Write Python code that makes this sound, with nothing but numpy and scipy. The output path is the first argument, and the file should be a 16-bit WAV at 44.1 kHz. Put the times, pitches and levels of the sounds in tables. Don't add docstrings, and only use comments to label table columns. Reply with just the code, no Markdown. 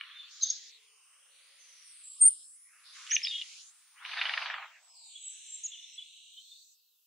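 import sys
import numpy as np
from scipy import signal
from scipy.fft import rfft, irfft, next_fast_len
from scipy.io import wavfile
from scipy.ndimage import uniform_filter1d, map_coordinates

SR = 44100
rng = np.random.default_rng(int(sys.argv[2]) if len(sys.argv) > 2 else 0)


def wav_record(signal):
    frames = np.transpose(np.atleast_2d(signal))
    bounded = np.clip(frames, -1, 1)
    quanta = np.round(bounded * 32767).astype(np.int16)
    wavfile.write(sys.argv[1], SR, quanta)


def gain_from_db(level_db):
    decades = np.asarray(level_db, float) / 20
    return 10 ** decades


N = 311346

# f/Hz, correlation
HISS_LIKENESS = [(60, -0.75), (180, -0.24), (550, 0.93), (1650, 0.88), (4970, 0.11), (15000, 0.02)]
# t/s, peak level/dB, ring f/Hz
SLAPS = [(0.0099, -25, 1500), (0.0358, -35, 2870), (3.0666, -26.5, 3280), (3.0745, -23, 3090),
         (3.1168, -21, 2950), (3.1148, -20, 1840), (3.139, -31.5, 2800), (3.1653, -9.5, 2670),
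         (3.2169, -29, 2400), (3.25, -27, 3300), (3.271, -14.5, 3700), (3.2685, -19, 2550),
         (3.11, -24, 2700), (3.133, -25, 2500), (3.1205, -19, 1800), (3.1625, -21, 3000),
         (3.4141, -19, 3200), (3.4195, -28, 2880), (3.7564, -31, 2500)]
# t/s, peak level/dB, ring f/Hz
PLINKS = [(.0099, -26, 2280), (.0099, -26, 2950), (.0358, -36, 2900), (3.2484, -23, 3290),
          (3.4195, -29, 2880), (3.165, -24, 2700), (4.255, -29, 3000), (4.338, -29, 2680),
          (4.376, -26, 1870), (4.459, -31, 1300), (4.5, -31, 1750), (4.542, -29, 1370), (4.583, -36, 1100)]
# start t/s, length t/s, f/Hz, level/dB, sag f/Hz
PEEPS = [(.145, .09, 3600, -49.5, 82), (.1, .05, 3250, -56, -300), (.235, .025, 3480, -55, 0),
         (5.145, 0.044, 3340, -49.5, 1), (5.712, 0.044, 3480, -48, 20), (5.722, 0.04, 3400, -51, 501),
         (5.775, .03, 3510, -50, 0), (5.822, 0.033, 3520, -50, 0), (5.975, 0.028, 3396, -42, 0),
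         (6.012, 0.023, 3420, -47.5, -1), (5.985, 0.033, 3050, -52, -1), (5.678, .028, 7480, -52, 0),
         (5.685, .025, 6830, -52, 0), (5.93, .03, 7500, -58, -600), (6.365, 0.034, 3160, -48.5, 100),
         (6.37, .025, 3550, -55, 0), (5.7, .15, 2900, -58, 0), (5.16, .02, 3600, -53, 400),
         (6.51, 0.043, 3597, -54.5, 0)]
# loudest t/s, f/Hz, level/dB, tail t/s
HOARSE = [
    (.426, 4860, -43.5, 0.09),
    (.506, 5600, -40, 0.026),
    (.42, 4100, -39, 0.05),
    (.44, 3700, -41, .08),
    (.496, 3730, -41.5, 0.021),
    (3.108, 5900, -40, .03),
    (3.3, 4900, -50, 0.03),
    (2.222, 9900, -40, 0.043),
    (2.262, 9890, -26, 0.035),
]
# loudest t/s, f/Hz, level/dB, tail t/s
SINGLE_CHIPS = [
    (.412, 6300, -46, .02),
    (.5035, 6490, -22.5, .006),
    (.512, 6500, -36, .01),
    (.523, 6420, -39, .008),
    (.469, 6480, -34, .008),
    (.484, 6400, -40, .01),
]
# loudest t/s, f/Hz, level/dB, tail t/s
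DOUBLE_CHIPS = [
    (.425, 6340, -27.5, 0.01),
    (.434, 6355, -15.5, 0.011),
    (.444, 6250, -29, 0.006),
    (.458, 6350, -44, 0.05),
]
# loudest t/s, f/Hz, level/dB, tail t/s
SWISH = [
    (4.197, 3650, -40, .03),
    (4.222, 3500, -42, .015),
    (4.266, 3050, -38, .012),
    (4.185, 1750, -41, .02),
    (3.285, 4600, -45, .02),
    (3.268, 5100, -43, .03),
    (.49, 4500, -44, .02),
    (.508, 5050, -46, .02),
]
# loudest t/s, f/Hz, level/dB, tail t/s
TRILLS = [
    (2.068, 7670, -48, 0.095),
    (5.282, 7710, -43.5, 0.091),
    (5.544, 7470, -43.5, 0.056),
]
# t/s, f/Hz, level/dB
NEAR_WHISTLE = [
    (2.18, 9250, -66),
    (2.207, 8830, -36),
    (2.217, 8625, -16.5),
    (2.243, 8600, -15),
    (2.25, 8680, -21),
    (2.258, 8790, -13),
    (2.272, 8920, -17),
    (2.287, 8975, -18),
    (2.295, 8900, -40),
]
# t/s, level/dB
SPRAY = [
    [(3.09, -49.5), (3.115, -49), (3.17, -51), (3.2, -68), (3.26, -51), (3.29, -53)],
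    [(3.98, -80.5), (4.1, -45.5), (4.2, -33.5), (4.35, -38), (4.5, -38.5), (4.62, -46), (4.72, -66)],
]
# t/s, f/Hz, level/dB
LEAP = [
    (3.106, 4300, -55),
    (3.111, 5550, -33),
    (3.115, 5850, -26.5),
    (3.125, 6550, -30),
    (3.133, 6620, -27),
    (3.143, 6400, -27),
    (3.154, 6050, -22),
    (3.158, 5750, -26),
    (3.162, 4300, -52),
]
# t/s, f/Hz, level/dB
SLIDE = [
    (3.227, 4200, -55),
    (3.232, 5050, -38),
    (3.239, 5450, -31),
    (3.246, 5350, -34),
    (3.252, 5050, -32),
    (3.258, 4550, -32),
    (3.261, 4350, -50),
]
# start t/s, length t/s, top f/Hz, level/dB, swell level/dB
ARCHES = [
    (5.632, .042, 6880, -35.5, 1.5),
]
# loudest t/s, f/Hz, level/dB, tail t/s
HOOK = [
    (3.262, 3350, -38, .008),
    (3.281, 3760, -32, .009),
    (3.299, 3650, -39, .03),
]
# t/s, f/Hz, level/dB
BUZZ = [
    (3.306, 3330, -50),
    (3.317, 3320, -41),
    (3.345, 3310, -35.5),
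    (3.372, 3310, -37.5),
    (3.38, 3300, -42),
    (3.398, 3290, -39),
    (3.409, 3250, -50),
]
# t/s, peak level/dB, ring f/Hz
BEATS = [(4.05, -21, 2600), (4.093, -33, 1700), (4.132, -27, 2600), (4.172, -22, 2200), (4.214, -13, 2600),
         (4.254, -18, 2900), (4.294, -17.5, 1800), (4.337, -17, 2700), (4.376, -16, 1900),
         (4.418, -26, 1400), (4.458, -23, 1500), (4.5, -21, 1800), (4.541, -20, 1500), (4.583, -26, 1200),
         (4.625, -30, 1200)]
# t/s, peak level/dB, ring f/Hz
FLICKS = [(4.06, -28.5, 2800), (4.115, -28.5, 3000), (4.119, -28.5, 2400), (4.136, -27.5, 2200),
          (4.168, -24.5, 1800), (4.224, -25, 2100), (4.238, -24.5, 2200), (4.256, -25, 1700),
          (4.173, -23, 2500), (4.267, -28, 3100), (4.424, -27, 2600), (4.461, -25, 1300)]
# f/Hz, level/dB
WATER_COLOUR = [(400, -44), (530, -10.5), (900, -5.5), (2500, 2.5), (4000, 0), (5200, -10), (7000, -23),
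                (12000, -37)]
# f/Hz, level/dB
MIC_BAND = [(320, -50), (400, 0), (15740, 0), (15800, -90)]

# f/Hz, level/dB
UNDER = [(330, -70), (450, -47), (880, -35.5), (1050, -16), (11500, -14.5)]
# t/s, f/Hz
CEILING = [(0, 9900), (1.4, 10220), (2.2, 11340), (3, 10920), (3.5, 10820), (4.6, 9210), (6.5, 8950),
           (7.1, 8450)]
# start t/s, end t/s, start f/Hz, end f/Hz, width f/Hz
SCRUBBED = [(4.5, 6.63, 10240, 10260, 2010), (4.88, 5.96, 10410, 10960, 3010),
            (5.06, 6.31, 160, 1660, 1210), (5.62, 7.9, 750, 2100, 2200)]
# start t/s, end t/s, start f/Hz, end f/Hz, width f/Hz
LIGHT = [(.9, 1.22, 880, 1180, 330), (2.13, 2.3, 1200, 1150, 300), (.75, 1.75, 8540, 9740, 1720),
         (1.6, 3.05, 9470, 10230, 2093), (2.9, 3.85, 9050, 8570, 3390), (3.6, 4.48, 9180, 9220, 1502),
         (-.4, .75, 2530, 2560, 3010), (.3, .92, 2840, 2900, 2000), (.5, 1.4, 2640, 3030, 730),
         (1.3, 2.12, 3470, 3620, 3520), (1.95, 2.48, 3950, 4070, 2520), (2.62, 3.1, 2170, 1700, 1730),
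         (2.83, 3.72, 4150, 4890, 5770), (5.3, 6.81, 7470, 6880, 3260), (5.05, 6.1, 2633, 2456, 903),
         (5.9, 6.75, 2600, 4130, 1110)]
# start t/s, end t/s, start f/Hz, end f/Hz, width f/Hz
AIRY = [(3.72, 4.76, 14810, 15610, 1810), (6.3, 7.71, 14600, 12200, 5600)]
# start t/s, end t/s, start f/Hz, end f/Hz, width f/Hz
PLAIN = [(3.88, 5.15, 1010, 907, 920), (1.05, 1.95, 540, 560, 130), (.4, 1.1, 420, 450, 90)]
# start t/s, end t/s, start f/Hz, end f/Hz, width f/Hz
FIRM = [(-.2, .31, 6300, 8700, 2710), (.21, .81, 9310, 9020, 1410), (.41, 1.12, 910, 1900, 750),
        (.71, 1.16, 8810, 7020, 1210), (.76, 1.84, 850, 800, 420), (.86, 1.31, 3710, 4210, 1610),
        (.97, 1.46, 7020, 7160, 710), (1.19, 1.51, 4610, 5360, 710), (1.36, 1.73, 7020, 8810, 710),
        (2.06, 2.6, 1700, 2600, 1100), (2.28, 2.72, 1500, 1500, 1050), (2.43, 2.81, 3210, 4010, 2610),
        (2.69, 3.64, 710, 720, 540), (3.5, 3.95, 800, 850, 350), (3.81, 4.47, 7610, 7960, 1110),
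        (4.43, 4.96, 8510, 9110, 1810), (6.57, 6.96, 2700, 3500, 900), (6.78, 7.5, 2950, 3100, 1100),
        (6.73, 7.6, 6900, 5300, 6110)]
# start t/s, end t/s, start f/Hz, end f/Hz, width f/Hz
HARD = [(2.03, 2.56, 1450, 2250, 650), (5.14, 5.86, 800, 1500, 900), (5.79, 7.4, 441, 426, 91),
        (6.04, 6.43, 5310, 5210, 610)]
# start t/s, end t/s, start f/Hz, end f/Hz, width f/Hz
HARDER = [(-.2, .79, 705, 715, 405), (1.8, 2.73, 810, 800, 450), (4.88, 5.34, 1700, 1480, 1050),
          (6.64, 7.4, 9210, 9450, 1700), (6.68, 7.5, 1210, 1300, 750)]
# start t/s, end t/s, start f/Hz, end f/Hz, width f/Hz
SPARED = [(-.2, .21, 2800, 2700, 3460), (.15, .33, 3460, 3600, 2230), (.28, .73, 5190, 5240, 4370),
          (.65, .8, 4060, 3910, 1155), (1.57, 1.95, 6290, 5540, 780), (2.15, 2.5, 5400, 5280, 244),
          (1.83, 2.2, 9220, 8400, 2000), (2.01, 2.59, 8650, 8600, 2880), (2.5, 2.7, 9440, 9840, 1010),
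          (2.83, 3.0, 4340, 4350, 2000), (2.92, 3.18, 4170, 4500, 6720), (3.1, 3.65, 4290, 4970, 5650),
          (3.55, 3.73, 6230, 7020, 1510), (4.8, 5.0, 7900, 7750, 450), (4.93, 5.2, 7800, 7600, 1090),
          (4.86, 5.0, 5350, 4900, 350), (5.01, 5.5, 7800, 7250, 1936), (5.25, 5.68, 7460, 7320, 3520),
          (5.5, 5.99, 6800, 5700, 1200), (5.6, 5.8, 7400, 6600, 900), (5.02, 5.5, 7300, 6000, 1000),
          (4.93, 5.3, 4900, 3230, 1300), (5.08, 6.45, 3390, 3437, 1634), (6.2, 6.66, 3300, 4260, 1200)]
# start t/s, end t/s, start f/Hz, end f/Hz, width f/Hz
FLIGHT = [(3.94, 4.12, 1502, 4200, 2083), (3.98, 4.75, 1350, 1500, 1648), (4.02, 4.56, 3600, 3600, 5910),
          (4.3, 4.73, 5500, 2500, 2300), (4.5, 4.82, 3000, 2050, 1400)]
# start t/s, end t/s, start f/Hz, end f/Hz, width f/Hz
UNTOUCHED = [(.395, .6, 4700, 5230, 3560), (3.08, 3.3, 2600, 2940, 2240), (3.25, 3.45, 3300, 3400, 1700),
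             (3.99, 4.2, 1500, 2100, 1580), (4.03, 4.52, 2800, 3160, 4512), (4.1, 4.67, 1210, 1210, 1298),
             (4.3, 4.68, 3700, 1500, 2800)]
# strokes, gain left level/dB, bluntness of the ends (2 = oval)
BRUSHES = [
    (SCRUBBED, -46, 2.6), (LIGHT, -8, 3), (AIRY, -20.5, 3.2), (PLAIN, -13, 2.2), (FIRM, -24.5, 1.9),
    (HARD, -32.5, 1.9), (HARDER, -39, 3.5), (SPARED, 1.6, 3.6), (FLIGHT, -1, 4.05), (UNTOUCHED, 9.1, 2.9)]


def unit(x):
    return x / np.sqrt(np.mean(abs(x) ** 2) + 1e-20)


def along(points, hz):
    f, v = np.transpose(points)
    return np.interp(np.log(hz + 1), np.log(f + 1), v)


def coloured(x, points):
    m = next_fast_len(N + 4096)
    response = gain_from_db(along(points, np.fft.rfftfreq(m, 1 / SR)))
    return irfft(rfft(x, m) * response, m)[..., :N]


def garden(x, t60, wet_db, alike):
    t = np.arange(SR // 2) / SR
    build_up = 1 - np.exp(-t / .006)
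    mid, side = rng.standard_normal((2, len(t))) * gain_from_db(-60 * t / t60) * build_up
    share = np.clip(alike, 0, 1)
    tail = np.sqrt(share) * mid + np.sqrt(1 - share) * np.array([side, -side])
    tail = tail / np.linalg.norm(mid)
    return x + gain_from_db(wet_db) * signal.fftconvolve(x[None], tail, axes=1)[:, :N]


def notes(contours, rough, smear_hz, warble_hz=0, swing_hz=0, throb=0, sharp=1, slowing=0):
    out = np.zeros(N)
    for rows in contours:
        s, hz, db = np.transpose(rows)
        t = np.arange(s[0], s[-1], 1 / SR)
        cycle = 2 * np.pi * warble_hz * t - np.pi * slowing * (t - s[0]) ** 2
        pitch = uniform_filter1d(np.interp(t, s, hz), 160, mode="nearest")
        pitch = pitch + swing_hz * (.5 + .5 * np.cos(cycle)) ** sharp
        tone = unit((1 + throb * np.cos(cycle)) * np.exp(2j * np.pi * np.cumsum(pitch) / SR))
        knots = rng.standard_normal((2, 400))
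        a, b = (unit(map_coordinates(k, [(t - s[0]) * smear_hz])) for k in knots)
        share = np.clip(rough, 0, 1)
        spread = np.sqrt(1 - share) + np.sqrt(share / 2) * (a + 1j * b)
        fade = np.clip(np.minimum(t - s[0], s[-1] - t) / 0.0025, 0, 1)
        level = np.sqrt(2) * fade * gain_from_db(np.interp(t, s, db))
        out[round(s[0] * SR):][:len(t)] += level * (tone * spread).real
    return out


def swells(events, attack_s, rise_db, fall_db, sag_hz=0):
    return [[(s - attack_s, hz, db - rise_db), (s, hz, db), (s + tail, hz - sag_hz, db - fall_db)]
            for s, hz, db, tail in events]


def strikes(events, ring_s, puff_db, rise_s, fall_s):
    out = np.zeros(N + SR)
    t = np.arange(-SR // 100, SR // 30) / SR
    for s, db, hz in events:
        snap = np.exp(np.minimum(t / .00025, -t / ring_s)) * np.cos(2 * np.pi * hz * t)
        snap += gain_from_db(-6) * np.roll(snap, round(.0017 * SR))
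        puff = gain_from_db(puff_db) * np.exp(np.minimum(t / rise_s, -t / fall_s)) * rng.standard_normal(len(t))
        out[round((s + .0012) * SR):][:len(t)] += gain_from_db(db) * (snap + puff)
    return out[SR // 100:][:N]


def hiss():
    m = next_fast_len(N)
    likeness = along(HISS_LIKENESS, np.fft.rfftfreq(m, 1 / SR))
    turn = np.arccos(np.clip(likeness, -1, 1)) / 2
    noise = rfft(rng.standard_normal((2, m)))
    mid, side = irfft(noise * [np.cos(turn), np.sin(turn)], m)[:, :N]
    return gain_from_db(-46.5) * np.array([mid + side, mid - side])


def wing_slaps():
    return gain_from_db(-12) * strikes(SLAPS, ring_s=.0005, puff_db=-9, rise_s=.0015, fall_s=.003)


def plinks():
    return gain_from_db(-10) * strikes(PLINKS, ring_s=.0019, puff_db=-14, rise_s=.001, fall_s=.003)


def peeps():
    edge_db = 11
    contours = [[(s, hz, db - edge_db), (s + length / 4, hz - sag / 4, db),
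                 (s + .75 * length, hz - .75 * sag, db), (s + length, hz - sag, db - edge_db)]
                for s, length, hz, db, sag in PEEPS]
    return notes(contours, rough=.42, smear_hz=230)


def hoarse_notes():
    smeared = swells(HOARSE[:7], attack_s=0.012, rise_db=8.5, fall_db=14.5)
    high = swells(HOARSE[7:], attack_s=0.012, rise_db=6, fall_db=14)
    return notes(smeared, rough=.9, smear_hz=420) + notes(high, rough=.45, smear_hz=250)


def chips():
    single = swells(SINGLE_CHIPS, attack_s=.004, rise_db=12, fall_db=12)
    double = swells(DOUBLE_CHIPS, attack_s=0.0041, rise_db=17.5, fall_db=16.0)
    out = notes(single, rough=.1, smear_hz=150)
    return out + notes(double, rough=0.06, smear_hz=150, warble_hz=128, throb=3.6)


def feather_swish():
    return notes(swells(SWISH, attack_s=.015, rise_db=8, fall_db=9), rough=.9, smear_hz=500)


def trills():
    wide = swells(TRILLS[:1], attack_s=.036, rise_db=6.0, fall_db=8.5)
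    slow = swells(TRILLS[1:], attack_s=.085, rise_db=12, fall_db=13.5)
    out = notes(wide, rough=0.2, smear_hz=125, warble_hz=62, swing_hz=609.3, throb=-0.21, sharp=5.1)
    return out + notes(slow, rough=0.3, smear_hz=120.0, warble_hz=72.4, swing_hz=190, throb=-0.18, sharp=2.3)


def near_whistle():
    return garden(notes([NEAR_WHISTLE], rough=0.003, smear_hz=199), t60=0.24, wet_db=-16, alike=0.9)


def spray(count=1900, length=192):
    out = np.zeros(N + length)
    for rows in SPRAY:
        s, db = np.transpose(rows)
        u, z = rng.random((count, 2)), rng.standard_normal((count, 1))
        u = u[u[:, 0] < s[-1] - s[0]]
        start = s[0] + u[:, :1]
        hz = np.interp(start, [4.3, 4.65], [2600, 1400]) * np.exp(.55 * z[:len(u)])
        cycles = hz * np.arange(length) / SR
        size = gain_from_db(np.interp(start, s, db) - 1.5 * np.log(u[:, 1:]))
        stroke = np.interp(start, [b[0] for b in BEATS], np.arange(len(BEATS)))
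        size *= gain_from_db(4 * np.cos(2 * np.pi * stroke - .8) - .5)
        drops = size * np.exp(-cycles / 3) * np.sin(2 * np.pi * cycles)
        drops *= np.hanning(2 * length)[length:]
        at = (start * SR).astype(int) + np.arange(length)
        out += np.bincount(at.ravel(), drops.ravel(), N + length)
    return gain_from_db(-10) * out[:N]


def arched_whistles(count=40):
    top, depth, leg_depth = .42, .17, .17
    way = np.linspace(0, 1, count)
    off = np.where(way < top, 1 - way / top, (way - top) / (1 - top))
    bend = 1 - depth * off ** 2.0 - leg_depth * off ** 11
    fade_db = 36 * off ** 6
    contours = [np.transpose([s + way * length, hz * bend, db + swell * (2 * way - 1) - fade_db])
                for s, length, hz, db, swell in ARCHES]
    voices = notes(contours + [LEAP, SLIDE], rough=.05, smear_hz=260)
    return garden(voices, t60=0.15, wet_db=-12, alike=0.87)


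def whistle_hook():
    contours = swells(HOOK, attack_s=0.004, rise_db=7, fall_db=6, sag_hz=150)
    return notes(contours, rough=.45, smear_hz=220)


def buzz():
    return notes([BUZZ], rough=0.15, smear_hz=200, warble_hz=400, throb=1.1, swing_hz=-60, slowing=900)


def wing_beats():
    return gain_from_db(-10.5) * strikes(BEATS + FLICKS, ring_s=.00045, puff_db=-7, rise_s=.002, fall_s=.0022)


def brush(x, edge_hz=220, edge_s=0.035):
    above_db, bottom_hz = -29.5, 330
    hz, t, z = signal.stft(x, SR, nperseg=512, noverlap=384)
    hz = hz[:, None]
    gain_db = along(UNDER, hz) + 0 * t
    above = np.clip((hz - np.interp(t, *np.transpose(CEILING))) / edge_hz + .5, 0, 1)
    gain_db += above * (above_db - gain_db)
    for strokes, left_db, blunt in BRUSHES:
        for start, end, start_hz, end_hz, width_hz in strokes:
            way = np.clip((t - start) / (end - start), 0, 1)
            half = width_hz / 2 * (1 - abs(2 * way - 1) ** blunt) ** (1 / blunt)
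            centre = start_hz + way * (end_hz - start_hz)
            inside = (half - abs(hz - centre)) / min(edge_hz, width_hz / 2)
            during = np.minimum(t - start, end - t) / edge_s
            cover = np.clip(inside + .5, 0, 1) * np.clip(during, 0, 1) * (hz > bottom_hz)
            gain_db += cover * (left_db - gain_db)
    return signal.istft(z * gain_from_db(gain_db), SR, nperseg=512, noverlap=384)[1][..., :N]


def scene():
    bath = wing_slaps() + plinks() + spray() + wing_beats()
    bath = garden(coloured(bath, WATER_COLOUR), t60=0.09, wet_db=-11, alike=0.4)
    far = peeps() + hoarse_notes() + chips() + feather_swish() + trills() + whistle_hook() + buzz()
    far = garden(far, t60=.22, wet_db=-9.5, alike=.85)
    near = near_whistle() + arched_whistles()
    return near + far + brush(bath + hiss())


def low_pass(x):
    return signal.sosfilt(signal.butter(12, 16780, fs=SR, output="sos"), x)


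def record(dry):
    mix = coloured(dry, MIC_BAND)
    return low_pass(mix)


dry = scene()
out = record(dry)
wav_record(out)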